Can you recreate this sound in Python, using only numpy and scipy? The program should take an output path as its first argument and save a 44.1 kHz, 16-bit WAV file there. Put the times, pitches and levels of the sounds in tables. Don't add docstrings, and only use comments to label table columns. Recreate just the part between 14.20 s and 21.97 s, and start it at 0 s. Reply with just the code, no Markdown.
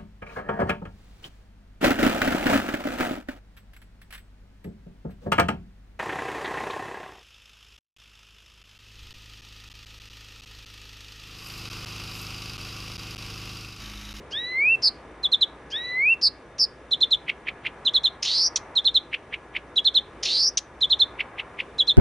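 import sys
import numpy as np
from scipy import signal
from scipy.fft import rfft, irfft, next_fast_len
from scipy.io import wavfile
from scipy.ndimage import map_coordinates

SR = 44100
rng = np.random.default_rng(int(sys.argv[2]) if len(sys.argv) > 2 else 0)


def waveform_to_disk(signal):
    frames = np.transpose(np.atleast_2d(signal))
    scaled = np.clip(frames, -1, 1) * 32767
    samples = np.round(scaled).astype(np.int16)
    wavfile.write(sys.argv[1], SR, samples)


N = 342657


# freq_hz, level_db
SCRAPE_SPECTRUM = [(1200, -41.5), (2000, -10), (2900, -6.5), (3800, -7), (5200, 3.5), (6100, -3.5),
                   (6800, -8.5), (7700, -28.5), (10700, -27.5), (12000, -35)]
# freq_hz, level_db
CLUCK_SPECTRUM = [(900, -29.5), (1600, -13.5), (2300, 5), (3100, -0.5), (3800, -12), (5000, -27),
                  (7000, -41.5), (11000, -42.5)]
# freq_hz, level_db
FIZZ_SPECTRUM = [(2000, -22), (3000, -3), (5200, 5.5), (6200, -4.5), (7000, -3.5), (8500, -15.5),
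                 (10500, 0.5), (12000, -19)]
# pitch_hz, level_db
FOURTH_HARMONIC = [(2200, -54.5), (2450, -54.5), (2620, -43.5), (2730, -53)]
# start_s, length_s, plateau_hz, crest_hz, to_crest_s, climb_s, level_db
WHISTLES = [(0.106, 0.458, 1987, 2713, 0.425, 0.11, -16.5), (1.501, 0.4494, 1988, 2720, .42, 0.085, -16.5)]

def whistles(scoop_hz=789, scoop_s=.044, throat_hz=3535, throat_width_hz=330, waver_db=2):
    out = np.zeros(N)
    for start, length, plateau_hz, crest_hz, crest_s, climb_s, db in WHISTLES:
        t = clock(length)
        n = len(t)
        climb = np.exp(-abs((t - crest_s) / climb_s) ** 1.7)
        hz = plateau_hz - scoop_hz * np.exp(-t / scoop_s) + (crest_hz - plateau_hz) * climb
        unsettled = np.exp(-t / .075)
        phase = turns(hz * (1 + (.0045 + .018 * unsettled) * wobble(n, 220)))
        handover, octave_fade = ramp(t, .14, .32), ramp(t, .16, .39)
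        first_db = db - 15.5 * (1 - handover) + 6.5 * (climb - 1)
        throat_db = 8 * hump(2 * hz - throat_hz, throat_width_hz)
        octave_db = db - 20 - 28 * octave_fade + throat_db
        creak_db = 21.5 * hump(t - .021, .01)
        third_db = octave_db - 30.5 + creak_db
        fourth_db = np.maximum(first_db + along(FOURTH_HARMONIC, hz), octave_db - 51.5 + 1.87 * creak_db)
        fifth_db = np.maximum(octave_db - 42, db - 58.5 - 25 * climb)
        overtones_db = [level + waver_db * wobble(n, 80)
                        for level in (octave_db, third_db, fourth_db, fifth_db)]
        voice = envelope(t, .057, .016) ** 2 * tone(phase, [first_db + .5 * wobble(n, 82)])
        voice += envelope(t, .029, .04) * tone(phase, [-np.inf] + overtones_db)
        scrape = amp(db - 27) * spike(t - .018, .019, .0087) * noise(SCRAPE_SPECTRUM)[:n]
        rasp = amp(db - 34) * spike(t - .035, .014, .16) * noise(CLUCK_SPECTRUM)[:n]
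        closing_wisp = amp(-56 - 1200 * abs(t - length + .007)) * noise(FIZZ_SPECTRUM)[:n]
        add(out, start, voice + scrape + rasp + closing_wisp)
    return out


# freq_hz, level_db
HISS_SPECTRUM = [(900, -47), (1700, -20), (2400, -8.5), (4000, 3), (5900, -1.5), (6800, -3), (8000, -16),
                 (10700, -23.5), (12000, -38.5)]
# start_s, to_crest_s, length_s, crest_hz, level_db
CHIRPS = [(1.028, 0.0068, 0.051, 4160, -19.5), (1.115, 0.007, 0.049, 4193, -14.5),
          (1.207, 0.0069, 0.044, 4120, -14), (2.707, 0.013, 0.052, 4166, -17),
          (2.803, 0.014, 0.055, 4192, -15), (2.905, 0.011, 0.057, 4163, -14.5),
          (3.648, 0.0094, 0.056, 4153, -16), (3.734, .015, 0.06, 4218, -14.5),
          (3.832, .014, 0.059, 4210, -14.5), (4.551, 0.01, 0.058, 4220, -15),
          (4.642, 0.016, 0.063, 4252, -14.5), (4.74, 0.011, 0.053, 4202, -13.5),
          (5.556, 0.012, 0.054, 4004, -15.5), (5.642, .015, 0.059, 4270, -14.5),
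          (5.739, 0.016, 0.063, 4195, -14.5), (6.605, 0.012, 0.06, 4148, -16),
          (6.695, 0.015, 0.06, 4240, -15), (6.789, 0.014, 0.06, 4232, -14), (7.58, 0.011, 0.057, 4054, -15),
          (7.668, 0.016, 0.063, 4205, -15)]

def chirps(arch_depth=.225, rise_s=.008, fall_s=.018, partner_ratio=.83, upturn=.032, rough=.042):
    out = np.zeros(N)
    for start, crest_s, length, hz, db in CHIRPS:
        t = clock(length)
        n, progress = len(t), t / length
        arch = 1 - arch_depth * (1 - hump(t - crest_s, np.where(t < crest_s, rise_s, fall_s)))
        joined, ending = ramp(progress, .32, .59), ramp(progress, .72, .99)
        lead = amp(-1) * ramp(progress, 0, .41) * (1 - ramp(progress, .53, .87))
        partner = amp(-5) * joined * (1 - .93 * ending)
        lead_hz = hz * arch * (1 + rough * (.09 + joined) * wobble(n, 600))
        partner_hz = hz * (partner_ratio + upturn * ending) * (1 + .024 * wobble(n, 380))
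        voice = lead * tone(turns(lead_hz), [0, -42 + 3 * wobble(n, 460), -59])
        voice += partner * tone(turns(partner_hz), [.5 * wobble(n, 350), -37, -49])
        fizz = np.maximum(lead, partner) * amp(-41.5 + 3.2 * joined) * noise(FIZZ_SPECTRUM)[:n]
        opening = amp(-31 - 510 * abs(t - .004)) * noise(HISS_SPECTRUM)[:n]
        add(out, start, amp(db) * (voice + fizz + opening))
    return out


def trill(hz, gain, rasp, rate_hz, swing_hz, cusp, throb_db, lag_rad,
          jitter, wander, rough, grit, blur_hz):
    n = len(hz)
    cycle = turns(rate_hz * (1 + jitter * wobble(n, 260)))
    depth = 1 + .13 * wobble(n, rate_hz)
    flutter = depth * (np.sin(cycle) + cusp * np.cos(2 * cycle))
    pitch = hz * (1 + wander * wobble(n, 330)) + swing_hz * flutter
    throb = unit(amp(throb_db * np.sin(cycle - lag_rad) + .8 * wobble(n, 300)))
    hoarse = (rough * np.minimum(rasp, gain) + grit * gain) * (1 - .5 * np.sin(cycle))
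    croak = hoarse * wobble(n, 1300) * tone(turns(.9 * pitch), [0])
    octave = tone(2 * turns(pitch + blur_hz * wobble(n, 2200)), [-32])
    voice = gain * (tone(turns(pitch), [0]) + octave)
    return throb * (voice + croak + rasp * noise(SCRAPE_SPECTRUM)[:n])


# start_s, length_s, start_pitch_hz, level_db
SLURS = [(0.619, .082, 5214, -17), (2.012, 0.081, 5250, -16.5), (2.381, 0.079, 5440, -17.5)]

def slurs(sag_hz_per_s=10500):
    out = np.zeros(N)
    for start, length, hz, db in SLURS:
        t = clock(length)
        gain = envelope(t, attack_s=.032, release_s=.023)
        rasp = amp(-22) * hump(t - .005, .0085) + amp(-46) * gain
        slur = trill(hz - sag_hz_per_s * t, gain, rasp, rate_hz=191, swing_hz=370, cusp=.1, throb_db=2.4,
                     lag_rad=1.1, jitter=.013, wander=.014, rough=.2, grit=.015, blur_hz=90.3)
        add(out, start, amp(db) * slur)
    return out


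# offset_s, relative_db
BUZZ_COUGHS = [(.01, -6), (.032, -9.5)]
# start_s, length_s, start_pitch_hz, level_db
BUZZES = [(4.022, 0.2734, 3915, -20), (6.026, 0.2802, 3893, -19.5)]

def buzzes(hold_s=.07, rise_hz_per_s=7530, swell_db_per_s=48, full_s=.19, clearing_s=.15):
    out = np.zeros(N)
    for start, length, hz, db in BUZZES:
        t = clock(length)
        pitch = hz + rise_hz_per_s * np.maximum(t - hold_s, 0)
        swell = amp(swell_db_per_s * np.minimum(t - full_s, 0))
        gain = envelope(t, attack_s=.069, release_s=.03) * swell
        rasp = amp(-12) * hump(t, clearing_s) * ramp(t, 0, .01)
        rasp += sum(amp(cough_db) * hump(t - at, .0059) for at, cough_db in BUZZ_COUGHS)
        buzz = trill(pitch, gain, rasp, rate_hz=173, swing_hz=470, cusp=-.11, throb_db=2,
                     lag_rad=.38, jitter=.05, wander=.022, rough=1.1, grit=.027, blur_hz=222)
        add(out, start, amp(db) * buzz)
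    return out


# start_s, pitch_hz, level_db
TACKS = [(4.356, 5980, -14.5), (6.3695, 5950, -14)]

def tacks(peak_s=.0035, decay_s=.0062, broken_s=.0052, rough=.055):
    out, t = np.zeros(N), clock(.035)
    n = len(t)
    broken = ramp(t, peak_s / 2, broken_s)
    for start, hz, db in TACKS:
        phase = turns(hz * (1 + rough * broken * wobble(n, 700)))
        voice = spike(t - peak_s, .0007, decay_s) * tone(phase, [-1, -41])
        rasp = amp(-8 + wobble(n, 601)) * broken * hump(t - .009, .011) * noise(HISS_SPECTRUM)[:n]
        add(out, start, amp(db) * (voice + rasp))
    return out


# offset_s, pitch_ratio, relative_db
CHUCK_PULSES = [(-.0125, .83, -8), (0, 1, 1.5)]
# centre_s, pitch_hz, level_db
CHUCKS = [(3.0955, 2700, -18), (3.285, 2380, -20), (3.465, 2390, -19), (4.9425, 2534, -19.5),
          (5.1409, 2410, -22.5), (5.365, 2505, -21), (7.0062, 2700, -19.5), (7.198, 2680, -22),
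          (7.4035, 2660, -20)]

def chucks(fall_depth=.42, fall_s=.005, rough=.026):
    out, t = np.zeros(N), clock(.07) - .035
    n = len(t)
    for centre, hz, db in CHUCKS:
        voice, rasp = np.zeros(n), amp(-18) * hump(t, .02)
        for at, ratio, pulse_db in CHUCK_PULSES:
            sweep = ratio * (1 - fall_depth * np.tanh((t - at) / fall_s))
            phase = turns(hz * sweep * (1 + rough * wobble(n, 700)))
            voice += spike(t - at, .0017, .0017) * tone(phase, [pulse_db, pulse_db - 39])
            rasp += amp(pulse_db - 4) * spike(t - at - .003, .0011, .0035)
        sputter = unit(amp(1.5 * wobble(n, 601)))
        add(out, centre + t[0], amp(db) * (voice + rasp * sputter * noise(CLUCK_SPECTRUM)[:n]))
    return out


# freq_hz, t60_s
REED_DECAY = [(1500, 0.37), (2700, .3), (4500, 0.27), (10000, 0.22)]

def reed_bed(song, near_db=-18, near_t60_s=.09, far_db=-27, spread=.45):
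    hz, t, spectra = signal.stft(rng.standard_normal((2, SR // 2)), SR, nperseg=256)
    far = signal.istft(spectra * amp(-60 * t / along(REED_DECAY, hz)[:, None]), SR, nperseg=256)[1]
    near = rng.standard_normal(far.shape) * amp(-60 * np.arange(far.shape[1]) / SR / near_t60_s)
    echo = amp(near_db) * near / np.linalg.norm(near[0]) + amp(far_db) * far / np.linalg.norm(far[0])
    delayed = np.pad(song, (80, 0))
    mid, side = signal.fftconvolve(delayed[None], echo, axes=1)[:, :N]
    return np.array([mid + spread * side, mid - spread * side])


# freq_hz, level_db
TYRE_SPECTRUM = [(300, -31), (600, 0), (1050, 3), (1500, -3.5), (2300, -8), (3500, -40.5)]
# peak_s, half_length_s, level_db
TRAFFIC_SWELLS = [(1.096, .9, -53), (3.702, 0.6, -50), (4.392, 0.18, -47), (5.8, 0.94, -53.5),
                  (7.085, 0.31, -47)]

def far_traffic(murmur_db=-58):
    t = np.arange(N) / SR
    swell_power = sum(amp(db) ** 2 * hump(t - peak, width) for peak, width, db in TRAFFIC_SWELLS)
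    return np.sqrt(amp(murmur_db) ** 2 + swell_power) * wide(TYRE_SPECTRUM)


# freq_hz, level_db
AIR_SPECTRUM = [(25, -17.5), (38, -12), (55, -0.5), (80, -4), (140, -4), (190, -7), (360, -1.5), (520, -3),
                (750, -10), (1550, -15), (2100, -17), (3100, -24.5), (4100, -32.5), (7500, -38.5),
                (11000, -41)]

def night_air(level_db=-47):
    return amp(level_db + 1.3 * wobble(N, 3.6)) * wide(AIR_SPECTRUM)


# pitch_hz, level_db
HUM_TONES = [(58, -60), (490, -66), (1204, -68.5), (1685, -62.5)]

def distant_hum():
    return sum(tone(turns(hz + 2 * wobble(N, 8.2)), [db + 2 * wobble(N, 4.3)]) for hz, db in HUM_TONES)


# centre_hz, width_hz, level_db
WHINE_BANDS = [(3620, 59, -74.5), (5850, 90, -79.5), (8680, 70, -85)]

def whines():
    skirt = [(-4, -70), (-1, -10), (0, 0), (1, -10), (4, -70)]  # widths_from_centre, level_db
    return sum(amp(db) * wide([(hz + step * width, drop) for step, drop in skirt])
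               for hz, width, db in WHINE_BANDS)


# freq_hz, side_db
STEREO_WIDTH = [(40, -31), (150, -23), (600, -16), (1500, -13), (4000, -5.5), (10000, -4.5)]

def wide(spectrum):
    mid = noise(spectrum, size=N)
    side = filtered(noise(spectrum, size=N), lambda hz: amp(along(STEREO_WIDTH, hz)))
    return np.array([mid + side, mid - side])


def amp(db):
    return 10 ** (np.asarray(db) / 20)


def unit(x):
    return x / np.sqrt(np.mean(x ** 2) + 1e-20)


def along(points, hz):
    freqs, values = np.transpose(points)
    return np.interp(np.log(hz + 1), np.log(freqs + 1), values)


def wobble(n, rate):
    return map_coordinates(rng.standard_normal(2048), [np.arange(n) * rate / SR], mode="wrap")


def filtered(x, response):
    n = x.shape[-1]
    size = next_fast_len(n + 4096)
    return irfft(rfft(x, size) * response(np.fft.rfftfreq(size, 1 / SR)), size)[..., :n]


def noise(spectrum, size=32768):
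    return unit(filtered(rng.standard_normal(size), lambda hz: amp(along(spectrum, hz))))


def turns(hz):
    return 2 * np.pi * np.cumsum(hz) / SR


def tone(phase, levels_db):
    return np.sqrt(2) * sum(amp(db) * np.sin((k + 1) * phase) for k, db in enumerate(levels_db))


def add(track, start_s, sound):
    part = track[round(start_s * SR):][:len(sound)]
    edge_s = np.minimum(np.arange(len(sound)), np.arange(len(sound))[::-1]) / SR
    part += (sound * np.minimum(edge_s / .002, 1))[:len(part)]


def clock(length):
    return np.arange(int(length * SR)) / SR


def ramp(t, start, end):
    return np.sin(np.pi / 2 * np.clip((t - start) / (end - start), 0, 1)) ** 2


def envelope(t, attack_s, release_s):
    return ramp(t, 0, attack_s) * ramp(t[-1] - t, 0, release_s)


def hump(t, width):
    return np.exp(-(t / width) ** 2)


def spike(t, rise_s, decay_s):
    return np.exp(np.minimum(t / rise_s, -t / decay_s))


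def scene():
    song = whistles() + slurs() + buzzes() + chirps() + chucks() + tacks()
    return song + reed_bed(song) + night_air() + far_traffic() + distant_hum() + whines()


# freq_hz, left_minus_right_db, left_lead_rad
MIC_PORTS = [(100, -0.5, 0.1), (600, 1, -.07), (1500, 1.5, -.02), (2700, -1.3, .04), (3630, 0, 0.18),
             (4300, -3, 0.13), (5000, -0.7, 0.14), (6000, 1.5, .19), (7300, 3, .15), (10000, 1, .1)]

def record(dry, cutoff_hz=11080):
    def ports(hz):
        at_hz, tilts_db, leads = np.transpose(MIC_PORTS)
        tilt_db, lead = np.interp(hz, at_hz, tilts_db), np.interp(hz, at_hz, leads)
        left = amp(tilt_db / 2) * np.exp(1j * lead / 2)
        return np.array([left, 1 / left])
    return filtered(filtered(dry, ports), lambda hz: 1 / np.sqrt(1 + (hz / cutoff_hz) ** 200))


dry = scene()
out = record(dry)
waveform_to_disk(out)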